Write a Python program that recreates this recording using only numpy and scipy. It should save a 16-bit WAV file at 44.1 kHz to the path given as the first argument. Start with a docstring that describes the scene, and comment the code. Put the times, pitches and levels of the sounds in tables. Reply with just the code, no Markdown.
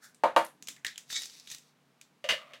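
"""A faint brush along a rim, then two knocks: a small jar of sequins is set down on a craft table.
Jar and table ring briefly, and the sequins settle with tiny clicks. A plastic folding tool clicks
as it is picked up, then rasps into a paper pocket of sequins and out again, catching and slipping.
Last, it clatters onto the table and slides. The room is small and fairly dry, with a faint hum."""
import sys
import numpy as np
from scipy import signal
from scipy.fft import rfft, irfft
from scipy.io import wavfile

SR = 44100
rng = np.random.default_rng(int(sys.argv[2]) if len(sys.argv) > 2 else 0)


def unload_wav(signal):
    """Save mono or channel-first audio to the path in sys.argv[1] as 16-bit WAV at rate SR, clipped to [-1, 1]."""
    wavfile.write(
        sys.argv[1],
        SR,
        np.round(np.clip(np.atleast_2d(signal).T, -1, 1) * 32767).astype(np.int16),
    )


N = 114660  # 2.6 seconds


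def from_db(db):
    """Turn decibels into a gain to multiply by."""
    return 10 ** (np.asarray(db) / 20)


def normalize(x):
    """Scale to an average (rms) level of 1."""
    return x / np.sqrt(np.mean(x ** 2) + 1e-24)


def fade(fade_s):
    """Die away by 60 dB in fade_s seconds."""
    return np.exp(-np.log(1000) * np.minimum(np.arange(N) / SR / fade_s, 10))


def start_at(x, start_s):
    """Put silence before a sound."""
    return np.concatenate([np.zeros(int(start_s * SR)), x])[:N]


def loudness(points):
    """A gain that follows (time_s, level_db) points and is silent outside them."""
    time_s, level_db = np.array(points).T
    return from_db(np.interp(np.arange(N) / SR, time_s, level_db, left=-140, right=-140))


def shape_tone(x, points, tilt_db=0, size=2048):
    """Balance lows and highs by (pitch_hz, relative_db) points; add tilt_db per octave above 1 kHz."""
    pitch_hz, relative_db = np.array(points, float).T
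    octave = np.log2(np.maximum(np.arange(size // 2 + 1) * SR / size, 1))
    gain = from_db(np.interp(octave, np.log2(pitch_hz), relative_db) + tilt_db * np.maximum(octave - 10, 0))
    # Build the filter so that it never sounds ahead of its input.
    cepstrum = irfft(np.log(gain))
    cepstrum[1:size // 2] *= 2
    cepstrum[size // 2 + 1:] = 0
    response = irfft(np.exp(rfft(cepstrum)))
    return signal.oaconvolve(x, response / np.linalg.norm(response))[:N]


def resonate(x, pitch_hz, width_hz):
    """Keep a band around one pitch, scaled to level 1."""
    peak = signal.iirpeak(pitch_hz, pitch_hz / width_hz, fs=SR)
    return normalize(signal.lfilter(*peak, signal.lfilter(*peak, x)))


def ring(notes, rise_s=.0008, tilt_db=0):
    """A struck object rings with its own notes: sine waves that swell quickly and fade."""
    t = np.arange(N // 4) / SR
    out = 0
    for pitch_hz, level_db, fade_s in notes:
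        gain = from_db(level_db + tilt_db * max(np.log2(pitch_hz) - 10, 0))
        wave = np.sin(2 * np.pi * (pitch_hz * t + rng.random()))
        out += gain * wave * np.exp(-np.log(1000) * t / fade_s)
    out *= 1 - np.exp(-(t / rise_s) ** 2)
    bass_cut = signal.butter(4, 230, "high", fs=SR, output="sos")  # the ringing carries little bass below 230 Hz
    return np.pad(signal.sosfilt(bass_cut, out), (0, N - len(t)))


def friction(ticks_per_s=1900, spread_db=.5):
    """Rubbing surfaces catch and slip, making a stream of tiny ticks."""
    ticks = (rng.random(N) < ticks_per_s / SR) * rng.choice([-1, 1], N)
    sizes = from_db(-spread_db * np.clip(rng.standard_normal(N), -2, 2))
    return normalize(ticks * sizes)


def room(x, echo_db=-1.5, rise_s=.0044):
    """Nearby walls add a short blur of echoes."""
    echoes = rng.standard_normal(N) * fade(.17) * (1 - np.exp(-np.arange(N) / SR / rise_s))
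    return x + from_db(echo_db) * signal.fftconvolve(x, echoes / np.linalg.norm(echoes))[:N]


# Tone of the room's air: pitch_hz, relative_db
AIR_TONE = [(15, -76), (25, -42.5), (110, -21), (144, -2.5), (164, -9), (289, -6.5), (313, -14.5),
            (469, -11), (523, -15), (648, -13), (1340, -16), (1800, -18), (3720, -23), (15500, -37)]
# Notes of the hum: pitch_hz, level_db
HUM_NOTES = [(140, -79), (179, -81.5), (234, -80)]

def air_and_hum(air_db=-69.5):
    """Soft room air, and narrow bands of noise that make a wavering hum."""
    hum = sum(from_db(level_db) * resonate(rng.standard_normal(N), pitch_hz, width_hz=12)
              for pitch_hz, level_db in HUM_NOTES)
    air = normalize(shape_tone(rng.standard_normal(N), AIR_TONE, size=8192))
    return hum + from_db(air_db) * air


# Soft bumps on the table: start_s, level_db
HAND_BUMPS = [(0.535, -64.5), (0.602, -63.5), (0.689, -62)]

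def hand_bumps():
    """The hand bumps the table as it leaves the jar and reaches for the tool."""
    out = 0
    for start_s, level_db in HAND_BUMPS:
        thud = resonate(rng.standard_normal(N), pitch_hz=262, width_hz=157)
        out += start_at(from_db(level_db) * fade(.37) * thud, start_s)
    return out


# Loudness of the brushing: time_s, level_db
RIM_LEVELS = [(0, -88), (0.02, -60), (0.046, -47.5), (0.065, -58), (0.09, -64), (0.13, -80)]
# Tone of the brushing: pitch_hz, relative_db
RIM_TONE = [(350, -54), (600, -16), (899, -17.5), (1060, -35), (1290, -0.5), (1690, -8), (2710, -23),
            (3410, -10.5), (6510, -7), (15000, -19.5)]

def rim_brush():
    """The tool brushes the jar's rim, which answers with a hollow note."""
    hollow = resonate(friction(), pitch_hz=1577, width_hz=400)
    rub = shape_tone(friction(), RIM_TONE)
    return loudness(RIM_LEVELS) * (rub + from_db(-1) * hollow) / 2


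# Loudness of the rubbing: time_s, level_db
RUB_LEVELS = [(1.06, -72.5), (1.09, -57.5), (1.105, -39.5), (1.15, -45.5), (1.166, -44), (1.18, -42.5),
              (1.25, -47), (1.29, -58.5), (1.37, -53), (1.42, -66), (1.465, -59), (1.48, -55.5),
              (1.52, -42), (1.555, -64), (1.58, -66.5), (1.7, -69.5)]
# Tone of the rubbing: pitch_hz, relative_db
RUB_TONE = [(18, -41), (30, -15), (156, -16.5), (369, -13), (747, -27), (808, -16.5), (1440, -15.5),
            (2180, -4.5), (2550, -4), (3230, -8), (3780, 2), (4420, -1), (6210, -0.5), (6720, -5),
            (10200, -11), (15500, -19)]
# Where the pocket rings: pitch_hz, width_hz, relative_db
POCKET_NOTES = [(1380, 200, -17), (1950, 500, -11), (2240, 50, -8), (3750, 700, 1), (4550, 600, -5),
                (5280, 70, -4), (6050, 1000, -3), (6950, 250, -8), (7560, 350, -7)]
# Loudness of the rasp as the tool wedges: time_s, level_db
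WEDGE_LEVELS = [(1.11, -51), (1.15, -40), (1.166, -29), (1.18, -84), (1.22, -71)]

def pocket_scrape(ring_db=-21):
    """The tool rubs paper and sequins; the pocket rings along, most where the tool wedges."""
    rub = friction()
    rub_gain = loudness(RUB_LEVELS)
    scrape = shape_tone(rub * rub_gain, RUB_TONE) / np.sqrt(2)
    pocket = normalize(sum(from_db(relative_db) * resonate(rub, pitch_hz, width_hz)
                           for pitch_hz, width_hz, relative_db in POCKET_NOTES))
    return scrape + pocket * (loudness(WEDGE_LEVELS) + from_db(ring_db) * rub_gain)


# Each light touch: start_s, level_db, pitch_hz, ring_over_snap_db
TOUCHES = [(0.1454, -52.5, 8400, 2.5), (0.448, -38.5, 10470, 8.5), (0.4638, -47.5, 10780, -7),
           (0.6241, -40, 6400, -1), (0.672, -37, 6250, -1.5), (0.6842, -30, 6940, -6.5),
           (0.7638, -48.5, 1920, 1), (0.8472, -24, 1890, 4.5), (0.8657, -27.5, 3680, 1.5),
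           (0.88, -38.5, 5100, 16), (0.9579, -43, 3100, 8), (0.9781, -33.5, 7000, -12),
           (1.1013, -37.5, 1897, 2), (1.1275, -33, 3600, -8), (1.2194, -34.5, 4970, -2),
           (1.2339, -36.5, 4800, 3.5), (1.2561, -37, 6140, 3), (1.2977, -45, 5005, 1),
           (1.3978, -44.5, 5070, 4), (1.4731, -41, 3530, 1.5), (1.501, -40.5, 6400, 5),
           (1.5142, -37.5, 6500, -14), (1.5205, -44, 3670, 7), (1.5375, -50, 5047, -13),
           (1.5470, -38, 6200, -15), (1.583, -46.5, 6060, -16), (2.0128, -44.5, 4370, -20)]
# Tone of the snap: pitch_hz, relative_db
SNAP_TONE = [(18, -15), (30, -22), (249, -15), (921, -22), (1640, -10), (2300, -6.5), (2760, -6),
             (3680, -3), (4190, -8), (5890, -5.5), (7460, -4), (8950, -12.5), (15500, -21.5)]

def light_clicks(hold_s=.0012, fade_s=.0091, rise_s=.00064, size=13000):
    """Tool, nails and sequins touch: each gives a snap, a short ring and a faint room tail."""
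    t = np.arange(size) / SR
    contact = np.exp(-np.log(1000) * np.clip((t - hold_s) / fade_s, 0, 10))
    tail = from_db(-13.5) * fade(.22)[:size]
    envelope = (contact + tail) * (1 - np.exp(-t / rise_s))
    envelope_level = np.sqrt(np.mean(envelope ** 2))
    out = 0
    for start_s, level_db, pitch_hz, ring_over_snap_db in TOUCHES:
        noise = rng.standard_normal((2, size))
        tilt_db = np.log2(pitch_hz / 4170)  # smaller contacts ring higher and snap brighter
        snap = normalize(envelope * shape_tone(noise[0], SNAP_TONE, tilt_db)[:size])
        note = normalize(envelope * resonate(noise[1], pitch_hz, width_hz=.33 * pitch_hz))
        click = from_db(level_db) * envelope_level * normalize(snap + from_db(ring_over_snap_db) * note)
        out += start_at(np.pad(click, (0, N)), start_s)
    return out


# The table's own notes: pitch_hz, level_db, fade_s
TABLE_NOTES = [(517, -1, .19), (544, -1, .18), (567, 0, .19), (592, -2, .18), (621, 0, .19), (690, -4, .16),
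               (1195, -10, .17)]

def table_boom():
    """The tabletop booms when something lands on it."""
    return ring(TABLE_NOTES, rise_s=.0013)


# Each hit of the tool on the table: start_s, ring_db, clatter_db, boom_db
TOOL_HITS = [(2.2411, -47.5, -41, -38), (2.2891, -27, -27.5, -46), (2.2972, -42, -29, -51),
             (2.3057, -39, -29, -48), (2.323, -46.5, -42, -42), (2.5350, -67, -47, -58.5)]
# The tool's own notes: pitch_hz, level_db, fade_s
TOOL_NOTES = [(1765, -4, .17), (2008, -5, .17), (2046, -4, .22), (2215, -7, .18), (2437, -8, .2),
              (2544, -8, .18), (2777, 2, .2), (2881, 1, .21), (3030, -1, .18), (3087, -5, .17),
              (3687, -7, .18), (4404, -12, .2), (4807, -12, .16), (6153, -5, .08)]
# Tone of the clatter: pitch_hz, relative_db
CLATTER_TONE = [(47, -43), (80, -21.5), (225, -17), (294, -23.5), (621, -4.5), (809, -17.5), (986, -8.5),
                (1230, -14.5), (1750, -3.5), (2600, -8), (2840, -2), (4130, -12), (6280, -19), (15500, -36)]
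# Loudness of the slide: time_s, level_db
SLIDE_LEVELS = [(2.36, -57), (2.42, -50.5), (2.46, -57.5), (2.51, -55.5), (2.56, -61.5), (2.6, -80)]
# Tone of the slide: pitch_hz, relative_db
SLIDE_TONE = [(120, -50), (200, -22), (235, -14), (271, -20), (407, -19), (613, 2.5), (875, -19.5),
              (1180, 3.5), (1570, -16.5), (2050, -7), (3200, -13.5), (6070, -29), (14000, -40)]

def tool_clatter():
    """The tool touches down, slaps flat, bounces and slides on the table's mat."""
    out = 0
    for start_s, ring_db, clatter_db, boom_db in TOOL_HITS:
        ringing = from_db(ring_db) * ring(TOOL_NOTES) + from_db(boom_db) * table_boom()
        envelope = from_db(-5.5) * fade(.0061) + fade(.2)  # a sharp crack and a longer tail
        clatter = shape_tone(rng.standard_normal(N) * envelope, CLATTER_TONE)
        out += start_at(ringing + from_db(clatter_db) * clatter, start_s)
    return out + loudness(SLIDE_LEVELS) * shape_tone(friction(), SLIDE_TONE)


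# Each knock of the jar: start_s, ring_db, boom_db, thud_db, tilt_db (per octave), crack_db
JAR_HITS = [(0.2357, -17.5, -25, -24, -1, -35.5), (0.3630, -13.5, -25, -22, 2, -25.5)]
# Notes of the jar on the table: pitch_hz, level_db, fade_s
JAR_NOTES = [(330, -17, .19), (463, -16, .15), (698, -7, .14), (788, -12, .14), (914, 1.5, .15),
             (961, -12, .13), (996, -9, .14), (1052, -13, .15), (1147, -10, .14), (1232, -10, .14),
             (1562, -19, .14), (1895, -20, .14), (2330, -22, .14), (2842, -24, .18), (3262, -28, .17),
             (3903, -32, .16)]
# Tone of the thud: pitch_hz, relative_db
THUD_TONE = [(60, -38), (130, -23), (220, -15), (300, -13.5), (390, -17), (560, -7.5), (900, -1),
             (1250, -6.5), (1600, -9.5), (2400, -17), (3200, -22), (4200, -24.5), (5400, -34), (6300, -31),
             (8300, -36), (10800, -37), (12500, -43), (15500, -49.5)]

def jar_knocks():
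    """The jar meets the table with one edge, then drops flat; the harder knock is brighter."""
    out = 0
    for start_s, ring_db, boom_db, thud_db, tilt_db, crack_db in JAR_HITS:
        noise = rng.standard_normal((2, N))
        crack = from_db(crack_db) * fade(.035) * resonate(noise[0], pitch_hz=2800, width_hz=2200)
        thud = from_db(thud_db) * shape_tone(noise[1] * fade(.23), THUD_TONE, tilt_db)
        ringing = from_db(ring_db) * ring(JAR_NOTES, tilt_db=tilt_db)
        boom = from_db(boom_db) * table_boom()
        out += start_at(crack + thud + ringing + boom, start_s)
    return out


def scene():
    """Add all the sounds into one channel; the rubbing goes through the room's echoes."""
    hits = jar_knocks() + tool_clatter() + light_clicks() + hand_bumps()
    rubbing = room(pocket_scrape() + rim_brush())
    return (hits + rubbing + air_and_hum())[None]


def record(dry):
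    """Cut the very highest treble."""
    top_hz = 15900
    return signal.sosfilt(signal.ellip(10, .2, 70, top_hz, fs=SR, output="sos"), dry)


dry = scene()
out = record(dry)
unload_wav(out)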